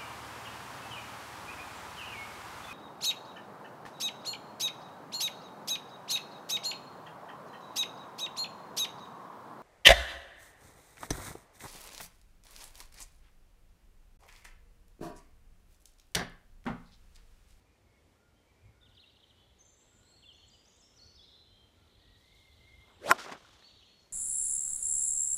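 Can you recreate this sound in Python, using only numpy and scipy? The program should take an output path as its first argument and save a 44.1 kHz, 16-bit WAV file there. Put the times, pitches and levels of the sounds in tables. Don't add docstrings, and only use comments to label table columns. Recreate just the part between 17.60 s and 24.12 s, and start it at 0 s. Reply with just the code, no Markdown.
import sys
import numpy as np
from scipy import signal
from scipy.fft import rfft, irfft
from scipy.io import wavfile
from scipy.ndimage import uniform_filter1d

SR = 44100
rng = np.random.default_rng(int(sys.argv[2]) if len(sys.argv) > 2 else 0)


def store_wav(level_fs):
    pcm = np.round(np.clip(np.atleast_2d(level_fs), -1, 1) * 32767)
    wavfile.write(sys.argv[1], SR, pcm.T.astype(np.int16))


N = 287691


def from_db(db):
    return 10 ** (np.asarray(db) / 20)


def rms_one(x):
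    return x / np.sqrt(np.mean(x ** 2) + 1e-20)


def in_time(rows):
    t, *columns = np.transpose(rows)
    curves = []
    for c in columns:
        before = min(c[0], -140) if c[0] < 0 else c[0]
        after = min(c[-1], -140) if c[-1] < 0 and t[-1] < 6.4 else c[-1]
        curves.append(np.interp(np.arange(N) / SR, t, c, left=before, right=after))
    return curves


def colour(x, spectrum):
    hz, level_db = np.transpose(spectrum)
    bins = np.maximum(np.arange(N // 2 + 1) * SR / N, 1)
    gain = from_db(np.interp(np.log(bins), np.log(hz), level_db))
    return rms_one(irfft(rfft(x) * gain, N))


def filtered(x, hz, kind="low"):
    return signal.sosfilt(signal.butter(2, hz, kind, fs=SR, output="sos"), x)


def slow(rate_hz):
    return rms_one(filtered(rng.standard_normal(N + SR), rate_hz)[SR:])


def moving_band(hz, width_hz):
    phase = 2 * np.pi * np.cumsum(hz) / SR
    return rms_one(slow(width_hz) * np.cos(phase) + slow(width_hz) * np.sin(phase))


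def ring(clicks, hz, t60):
    r, w = from_db(-60 / (t60 * SR)), 2 * np.pi * hz / SR
    return signal.lfilter([0, np.sin(w)], [1, -2 * r * np.cos(w), r * r], clicks + 1e-18)


def grains(per_s, spread_db):
    sizes = from_db(spread_db * np.minimum(rng.exponential(1, N), 4)) * rng.choice([-1, 1], N)
    return sizes * (rng.random(N) < per_s / SR)


def burst_db(s, hold_s, peak_db, rise, fall):
    t = np.arange(N) / SR - s
    return peak_db - rise * np.maximum(-t, 0) - fall * np.maximum(t - hold_s, 0)


# f/Hz, level/dB per Hz
AIR_SPECTRUM = [(88, -29.5), (150, -1.5), (425, -2.5), (601, -5), (728, -7.5), (818, -7.5), (1600, -14),
                (2100, -11.5), (2700, -16), (7640, -22.5), (15000, -30.5)]
AIR_DB = -70


def open_air():
    return from_db(AIR_DB + 0.57 * slow(2.4)) * colour(rng.standard_normal(N), AIR_SPECTRUM)


# t/s, level/dB
WIND_LEVEL = [(0, -68.5), (3.6, -69), (4.3, -68), (4.6, -68.5), (5.15, -64.5), (5.6, -71), (6.52, -73.5)]
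# f/Hz, level/dB per Hz
WIND_SPECTRUM = [(12, -46), (20, -16), (34, -1.5), (59, 3), (97, 3), (160, -13), (250, -14.5), (320, -40.5),
                 (550, -120)]


def wind():
    return from_db(in_time(WIND_LEVEL)[0] + 3.3 * slow(6.0)) * colour(rng.standard_normal(N), WIND_SPECTRUM)


# t/s, level/dB
JACKET_LEVEL = [(4.4, -100), (4.6, -75.5), (5.0, -78.5), (5.3, -80), (5.4, -100)]


def jacket():
    cloth = colour(grains(5000., spread_db=2.5), [(2000, -8), (5000, 2.5), (9000, -3), (15000, -9)])
    return from_db(in_time(JACKET_LEVEL)[0] + 1.4 * slow(7.9)) * cloth


WOOD_SWELL_S = 0.027


def wood(x, wet_db, t60):
    t = np.arange(int(1.5 * SR)) / SR
    swell = 1 - np.exp(-(t / WOOD_SWELL_S) ** 2)
    haze = rng.standard_normal(len(t)) * swell * from_db(-60 * t / t60)
    return x + from_db(wet_db) * signal.fftconvolve(x, haze / np.sqrt(np.sum(haze ** 2)))[:N]


def chorus(level_db, centre_hz):
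    out, u = np.zeros(N + 800), np.arange(800) / 800
    for when, high, higher, fall, size in rng.random((4000, 5)):
        a = int(when * N)
        hz = centre_hz[a] * (1 + 0.27 * (high + higher - 1)) * (1 + 0.24 * fall * (.5 - u))
        out[a:a + 800] += from_db(6.6 * size) * np.sin(np.pi * u) * np.sin(2 * np.pi * np.cumsum(hz) / SR)
    return from_db(level_db) * rms_one(out[:N])


# t/s, level/dB, centre f/Hz
TRILLS = [(1.1, -112, 3700), (1.4, -80, 3750), (2.5, -77.5, 3470), (3.0, -75, 3337), (4.1, -79, 3470),
          (4.35, -71, 3760), (5.4, -70.5, 3464), (5.95, -70.5, 3510), (6.08, -66, 3650), (6.25, -66, 3324),
          (6.52, -86, 3210)]
# t/s, peak level/dB
TWITTER_BURSTS = [(6.081, -74.5), (6.24, -74), (6.42, -76)]
TWITTER_HZ, TWITTER_SLOPE_DB_PER_S = 6020, 130


def far_crowd():
    slope = TWITTER_SLOPE_DB_PER_S
    twitter_db = np.max([burst_db(t, 0, db, slope, slope) for t, db in TWITTER_BURSTS], axis=0)
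    crowd = chorus(*in_time(TRILLS)) + chorus(twitter_db, np.full(N, TWITTER_HZ))
    return wood(crowd, wet_db=-4.5, t60=.6)


def along(length_s):
    return np.linspace(0, 1, round(length_s * SR))


def sing(notes, edge_s, flutter_db, wobble):
    out, edge = np.zeros(N), max(round(edge_s * SR), 1)
    bend = 1 + wobble * slow(66.0)
    for t, hz, level_db in notes:
        height = uniform_filter1d(np.pad(from_db(level_db + 0 * hz), edge), edge)
        at = slice(round(t * SR) - edge, min(round(t * SR) + len(hz) + edge, N))
        path = np.pad(hz, edge, "edge")[:len(bend[at])] * bend[at]
        out[at] += height[:len(path)] * np.sin(2 * np.pi * np.cumsum(path) / SR)
    return out * from_db(flutter_db * slow(65.0))


# t/s, length/s, crest f/Hz, peak level/dB
WHISTLE_NOTES = [(.05, 0.13, 2440, -81.5), (2.42, .045, 4100, -74), (.25, 0.14, 2220, -77.5),
                 (.55, 0.18, 1415, -76.5), (.75, 0.061, 3180, -75.5), (.87, .046, 2320, -70),
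                 (.96, 0.13, 2400, -79), (1.05, 0.047, 2215, -72), (1.13, .23, 1450, -78),
                 (1.755, 0.13, 3400, -72.5), (1.76, 0.088, 3060, -69), (2.28, .29, 1454, -79),
                 (2.47, 0.15, 4360, -66), (2.66, 0.25, 4346, -70), (3.33, 0.16, 1438, -77.5),
                 (3.86, .18, 3164, -71), (4.15, .13, 1380, -76.5), (4.4, 0.18, 1925, -72.5),
                 (4.62, 0.31, 2117, -70), (5.0, 0.23, 2130, -64.5), (6.03, 0.067, 4434, -60),
                 (6.255, 0.2, 4363, -66.5)]
ARCH, CREST = .04, .55
WHISTLE_ENDS_DB = -3


def whistlers():
    notes = []
    for t, length, hz, db in WHISTLE_NOTES:
        u = along(length)
        arch = 1 - ARCH * (u / CREST - 1) ** 2
        notes.append((t, hz * arch, db + WHISTLE_ENDS_DB * (2 * u - 1) ** 2))
    return wood(sing(notes, .04, flutter_db=3.0, wobble=.012), wet_db=-2.0, t60=0.56)


# t/s, length/s, start f/Hz, end f/Hz, level/dB, singer
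SLURRED_NOTES = [(1.212, .042, 3640, 3600, -65, "chatter"), (1.395, .014, 3800, 4100, -55, "chatter"),
                 (1.465, .035, 3700, 4050, -65, "chatter"), (2.653, .075, 3620, 2870, -57, "chatter"),
                 (2.745, .022, 3250, 3500, -63, "chatter"), (2.8, .05, 3480, 2970, -60.5, "chatter"),
                 (2.925, .035, 3200, 2870, -65, "chatter"), (3.13, .06, 3300, 3900, -73, "chatter"),
                 (3.158, .013, 6600, 8250, -68, "high"), (3.44, .03, 4600, 6150, -66, "high"),
                 (3.63, .03, 3960, 4140, -63, "high"), (3.73, .1, 4025, 4005, -66, "high"),
                 (3.85, .079, 4140, 4110, -74, "high"), (5.31, .06, 7780, 7520, -78, "high")]


def slurs(who):
    return [(t, a_hz + (b_hz - a_hz) * along(length), db)
            for t, length, a_hz, b_hz, db, singer in SLURRED_NOTES if singer == who]


# t/s, length/s, start f/Hz, level/dB
CHIRP_NOTES = [(1.254, 0.021, 3800, -61.5), (1.288, 0.023, 4300, -70), (1.313, .018, 3690, -67),
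               (1.369, 0.018, 4050, -59), (1.412, 0.034, 4100, -60), (1.492, 0.012, 3530, -61.5),
               (1.56, .013, 4200, -59.5), (1.602, 0.0082, 3840, -63), (1.626, 0.0165, 4040, -62),
               (1.634, 0.0134, 3950, -66), (1.696, .022, 4200, -63.5), (2.625, 0.0246, 3600, -59),
               (2.768, .02, 3485, -64)]
CHIRP_END_HZ, CHIRP_END_SPREAD_HZ, CHIRP_SAG = 2906, 230, 1.704
FILL_FROM_S, FILL_TO_S, FILL_DB = 1.27, 1.72, -71
FILL_LOW_HZ, FILL_HIGH_HZ, FILL_FALL_HZ = 3600, 5100, 600
# delay/s, level/dB
BUSH_ECHOES = [(.004, -8), (.009, -10.5)]


def chatterer():
    notes = slurs("chatter")
    for t, length, hz, db in CHIRP_NOTES:
        end_hz = CHIRP_END_HZ + CHIRP_END_SPREAD_HZ * (rng.random() - .5)
        notes.append((t, end_hz + (hz - end_hz) * (1 - along(length)) ** CHIRP_SAG, db))
    for when, high, size in rng.random((22, 3)):
        start_hz = FILL_LOW_HZ + (FILL_HIGH_HZ - FILL_LOW_HZ) * high ** 2
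        t = FILL_FROM_S + (FILL_TO_S - FILL_FROM_S) * when
        notes.append((t, start_hz - FILL_FALL_HZ * along(0.0148), FILL_DB - 8 * size))
    chatter = sing(notes, 0.0085, flutter_db=2.5, wobble=0.019)
    echoes = sum(from_db(db) * np.roll(chatter, round(lag * SR)) for lag, db in BUSH_ECHOES)
    return wood(chatter + echoes, wet_db=-6.0, t60=1.0)


RISE_S, PLUNGE_S, SETTLE_S, TAIL_S = 0.021, .029, 0.016, .047
RISE_FROM, RISE_DB = .84, -4.5


def swoop(t, top_hz, bottom_hz, settled_hz, peak_db):
    rise = top_hz * (1 - (1 - RISE_FROM) * (1 - along(RISE_S)) ** 2)
    plunge = bottom_hz + (top_hz - bottom_hz) * np.cos(np.pi / 2 * along(PLUNGE_S)) ** 2
    tail = settled_hz + (bottom_hz - settled_hz) * np.exp(-(along(TAIL_S) * TAIL_S / SETTLE_S) ** 2)
    path = np.concatenate([rise, plunge, tail])
    return t - RISE_S, path, peak_db + RISE_DB * (np.arange(len(path)) < len(rise))


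# t/s at the top, top f/Hz, bottom f/Hz, settled f/Hz, peak level/dB
SWOOP_NOTES = [(2.88, 7760, 4680, 4840, -66.5), (3.199, 7830, 5180, 5550, -64.5),
               (3.371, 6020, 4170, 4490, -61)]
# t/s, length/s, reference f/Hz, level/dB
HOOK_NOTES = [(2.726, .059, 7300, -72.5), (3.051, 0.055, 7400, -67)]
HOOK_PATH = [(0, 0.62), (.25, .89), (.45, .78), (.75, .97), (1, 0.89)]
# t/s, length/s, rim f/Hz, turning f/Hz, level/dB
DIP_NOTES = [(1.986, 0.044, 6880, 6220, -62.5), (2.05, .055, 7550, 6970, -67.5),
             (2.171, 0.074, 7850, 7500, -67.5), (2.29, .045, 8000, 7520, -71),
             (2.335, .07, 7770, 7030, -70.5), (2.45, 0.081, 8120, 7550, -70.5),
             (3.552, .022, 4530, 5430, -61), (3.575, 0.062, 3950, 3410, -61.5),
             (3.67, 0.096, 3800, 3370, -64)]


def high_singer():
    notes = [swoop(*row) for row in SWOOP_NOTES] + slurs("high")
    for t, length, hz, db in HOOK_NOTES:
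        notes.append((t, hz * np.interp(along(length), *np.transpose(HOOK_PATH)), db))
    for t, length, rim_hz, turn_hz, db in DIP_NOTES:
        notes.append((t, turn_hz + (rim_hz - turn_hz) * (2 * along(length) - 1) ** 2, db))
    return wood(sing(notes, 0.0037, flutter_db=3.0, wobble=0.01), wet_db=0.5, t60=0.94)


def birds():
    return far_crowd() + whistlers() + chatterer() + high_singer()


STRIKE_S = 5.51325

# t/s, hold/s, fine spray level/dB, clods level/dB
TURF_BURSTS = [(5.53, .03, -58.5, -55), (5.583, 0.024, -48, -50), (5.612, 0.032, -49.5, -55.5),
               (5.645, .006, -51, -49), (5.663, 0.022, -55.5, -44.5), (5.695, .004, -53, -46),
               (5.72, .004, -51, -43), (5.75, .005, -64, -56.5)]
BURST_RISE_DB_PER_S, SPRAY_FALL_DB_PER_S, CLODS_FALL_DB_PER_S = 1199.5, 492, 309
PATTER_END_S, PATTER_SPRAY_DB, PATTER_CLODS_DB, PATTER_FADE_DB_PER_S = 5.95, -66.5, -65, 61
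# f/Hz, level/dB per Hz
SPRAY_SPECTRUM = [(700, -32), (1400, -7.5), (3400, -4), (6500, -8.5), (9000, -18), (15000, -30)]
# f/Hz, level/dB per Hz
CLODS_SPECTRUM = [(59, -39), (100, -18.5), (183, -4), (767, -2.5), (868, -2), (1090, 0), (4000, -21),
                  (5200, -51.5), (8800, -120)]


def turf_level(column, fall, patter_floor_db):
    bursts = [burst_db(row[0], row[1], row[column], BURST_RISE_DB_PER_S, fall) for row in TURF_BURSTS]
    patter = burst_db(STRIKE_S, PATTER_END_S - STRIKE_S, patter_floor_db,
                      BURST_RISE_DB_PER_S, PATTER_FADE_DB_PER_S)
    return np.max(bursts + [patter], axis=0)


def spray():
    level_db = turf_level(2, SPRAY_FALL_DB_PER_S, PATTER_SPRAY_DB)
    return from_db(level_db + 1.9 * slow(60.0)) * colour(grains(8000., spread_db=0.5), SPRAY_SPECTRUM)


def clods():
    level_db = turf_level(3, CLODS_FALL_DB_PER_S, PATTER_CLODS_DB)
    return from_db(level_db + 1.7 * slow(70.0)) * colour(grains(2600., spread_db=3.5), CLODS_SPECTRUM)


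# t/s, level/dB of the click
CRUMB_LANDINGS = [(5.76, -56), (5.958, -57), (6.025, -49)]


def crumbs():
    clicks = np.zeros(N)
    for t, level_db in CRUMB_LANDINGS:
        clicks[round(t * SR)] = from_db(level_db)
    return ring(clicks, 1000, 0.0051) + ring(clicks, 1810, 0.0086)


SHAFT_M, SHAFT_WIDTH_HZ = .012, 100


def shaft_whistle(speed, shaft_db):
    return from_db(shaft_db) * moving_band(.2 * speed / SHAFT_M, SHAFT_WIDTH_HZ)


HEAD_WIDTH_HZ = 1600
HEAD_DB, HEAD_POWER, HEAD_TOP_DB = -38, 6.8, -45
HEAD_PAST_DB = -22.5


def head_hiss(share, head_hz, past):
    height = np.minimum(from_db(HEAD_DB) * share ** HEAD_POWER, from_db(HEAD_TOP_DB))
    return height * from_db(HEAD_PAST_DB * past) * moving_band(head_hz, HEAD_WIDTH_HZ)


PAST_S = 0.018
# f/Hz, level/dB per Hz
RUSH_SPECTRUM = [(100, -16.5), (300, -4.5), (700, -6), (1150, 0.5), (1500, -1.5), (5400, -15.5),
                 (9000, -19), (15000, -31.5)]
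RUSH_DB, RUSH_POWER = -30.5, 5
RUSH_SPLIT_HZ = 3000
BRIGHT_PAST_DB, RUSH_PAST_DB = -6.5, -10.5
GROUND_SHARE = .65


def air_rush(share, head_hz, past):
    after_ball = np.roll(past, round(PAST_S * SR))
    height = from_db(RUSH_DB + RUSH_PAST_DB * after_ball) * share ** RUSH_POWER
    rush = height * colour(rng.standard_normal(N), RUSH_SPECTRUM)
    rush = rush + GROUND_SHARE * np.interp(np.arange(N) - SR / head_hz, np.arange(N), rush)
    low = filtered(rush, RUSH_SPLIT_HZ)
    return low + (rush - low) * from_db(BRIGHT_PAST_DB * past)


SWISH_S, SWISH_HZ, SWISH_DB, SWISH_SLOPE_DB_PER_S = 5.3, 930, -65, 132.5


def downswing_swish():
    level_db = burst_db(SWISH_S, 0, SWISH_DB, SWISH_SLOPE_DB_PER_S, SWISH_SLOPE_DB_PER_S)
    return from_db(level_db) * moving_band(np.full(N, SWISH_HZ), 500.0)


# t/s, shaft speed/(m/s), shaft tone level/dB
SWING_PATH = [(5.25, 13.6, -84), (5.39, 18.2, -71), (5.43, 26.4, -51), (5.46, 34, -37), (5.49, 42.5, -36),
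              (5.51, 57.3, -39.5), (5.525, 44, -33), (5.545, 45.5, -52.5), (5.58, 33, -59),
              (5.62, 13, -100)]
FULL_SPEED = 50
HEAD_HZ, HEAD_HZ_POWER = 5810, 1.9


def swing():
    speed, shaft_db = in_time(SWING_PATH)
    share = speed / FULL_SPEED
    head_hz = HEAD_HZ * share ** HEAD_HZ_POWER
    past = np.clip((np.arange(N) / SR - STRIKE_S) / PAST_S + 1, 0, 1)
    moving = shaft_db > -120
    head = head_hiss(share, head_hz, past) + air_rush(share, head_hz, past)
    return shaft_whistle(speed, shaft_db) + moving * head + downswing_swish()


# f/Hz, level/dB, t60/s
FACE_MODES = [(5240, -25, 0.012), (5460, -27.5, 0.015), (7540, -15, 0.0037), (8430, -31, 0.012),
              (13500, -25.5, .004)]
SOLE_LEAD_S, SOLE_HZ, SOLE_DB = .0068, 11530, -29.5


def face_tick(click):
    tick = sum(from_db(level_db) * ring(click, hz, t60) for hz, level_db, t60 in FACE_MODES)
    flick = np.roll(click, -round(SOLE_LEAD_S * SR))
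    return tick + from_db(SOLE_DB) * ring(flick, SOLE_HZ, 0.0017)


SQUEEZE_S, SQUEEZE_DELAY_S, SQUEEZE_DB = .000165, .00065, 0.5


def squeeze_pulse(t):
    u = np.clip((t - SQUEEZE_DELAY_S) / SQUEEZE_S, -9, 9)
    return from_db(SQUEEZE_DB) * (1 - u ** 2) * np.exp(-u ** 2 / 2)


# f/Hz, level/dB, t60/s
FREE_MODES = [(377, -30, .06), (700, -25, .04), (1055, -11, .03), (1382, -11, .028), (2450, -24, .018),
              (2900, -27, .018)]
RELEASE_S = .00135
GROUND_ECHO_S, GROUND_ECHO_DB = .00303, -8.0


def free_rings(click):
    parting = np.roll(click, round(RELEASE_S * SR))
    rings = sum((-1) ** k * from_db(level_db) * ring(parting, hz, t60)
                for k, (hz, level_db, t60) in enumerate(FREE_MODES))
    return rings + from_db(GROUND_ECHO_DB) * np.roll(rings, round(GROUND_ECHO_S * SR))


CRACK_DB, CRACK_T60_S = -22.5, 0.026


def crack(t):
    noise = filtered(rng.standard_normal(N), [2200, 15000], "band")
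    return noise * (t > 0) * from_db(CRACK_DB - 60 * np.abs(t) / CRACK_T60_S)


# delay/s, level/dB
TREE_RETURNS = [(.074, -29), (.086, -30), (.097, -29), (.108, -32), (.24, -38), (.335, -42)]


def strike():
    t = np.arange(N) / SR - STRIKE_S
    click = np.zeros(N)
    click[round(STRIKE_S * SR)] = 1
    hit = face_tick(click) + squeeze_pulse(t) + free_rings(click) + crack(t)
    narrow = filtered(hit, [1250, 1550], "band")
    return hit + sum(from_db(level_db) * np.roll(narrow, round(lag * SR)) for lag, level_db in TREE_RETURNS)


def scene():
    background = open_air() + wind() + jacket() + birds()
    turf = spray() + clods() + crumbs()
    return (background + turf + swing() + strike())[None, :]


CUTOFF_HZ = 15350


def record(dry):
    flat = dry / (1 + (np.abs(dry) / .95) ** 6) ** (1 / 6)
    return signal.sosfilt(signal.ellip(12, .5, 85, CUTOFF_HZ, fs=SR, output="sos"), flat)


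dry = scene()
out = record(dry)
store_wav(out)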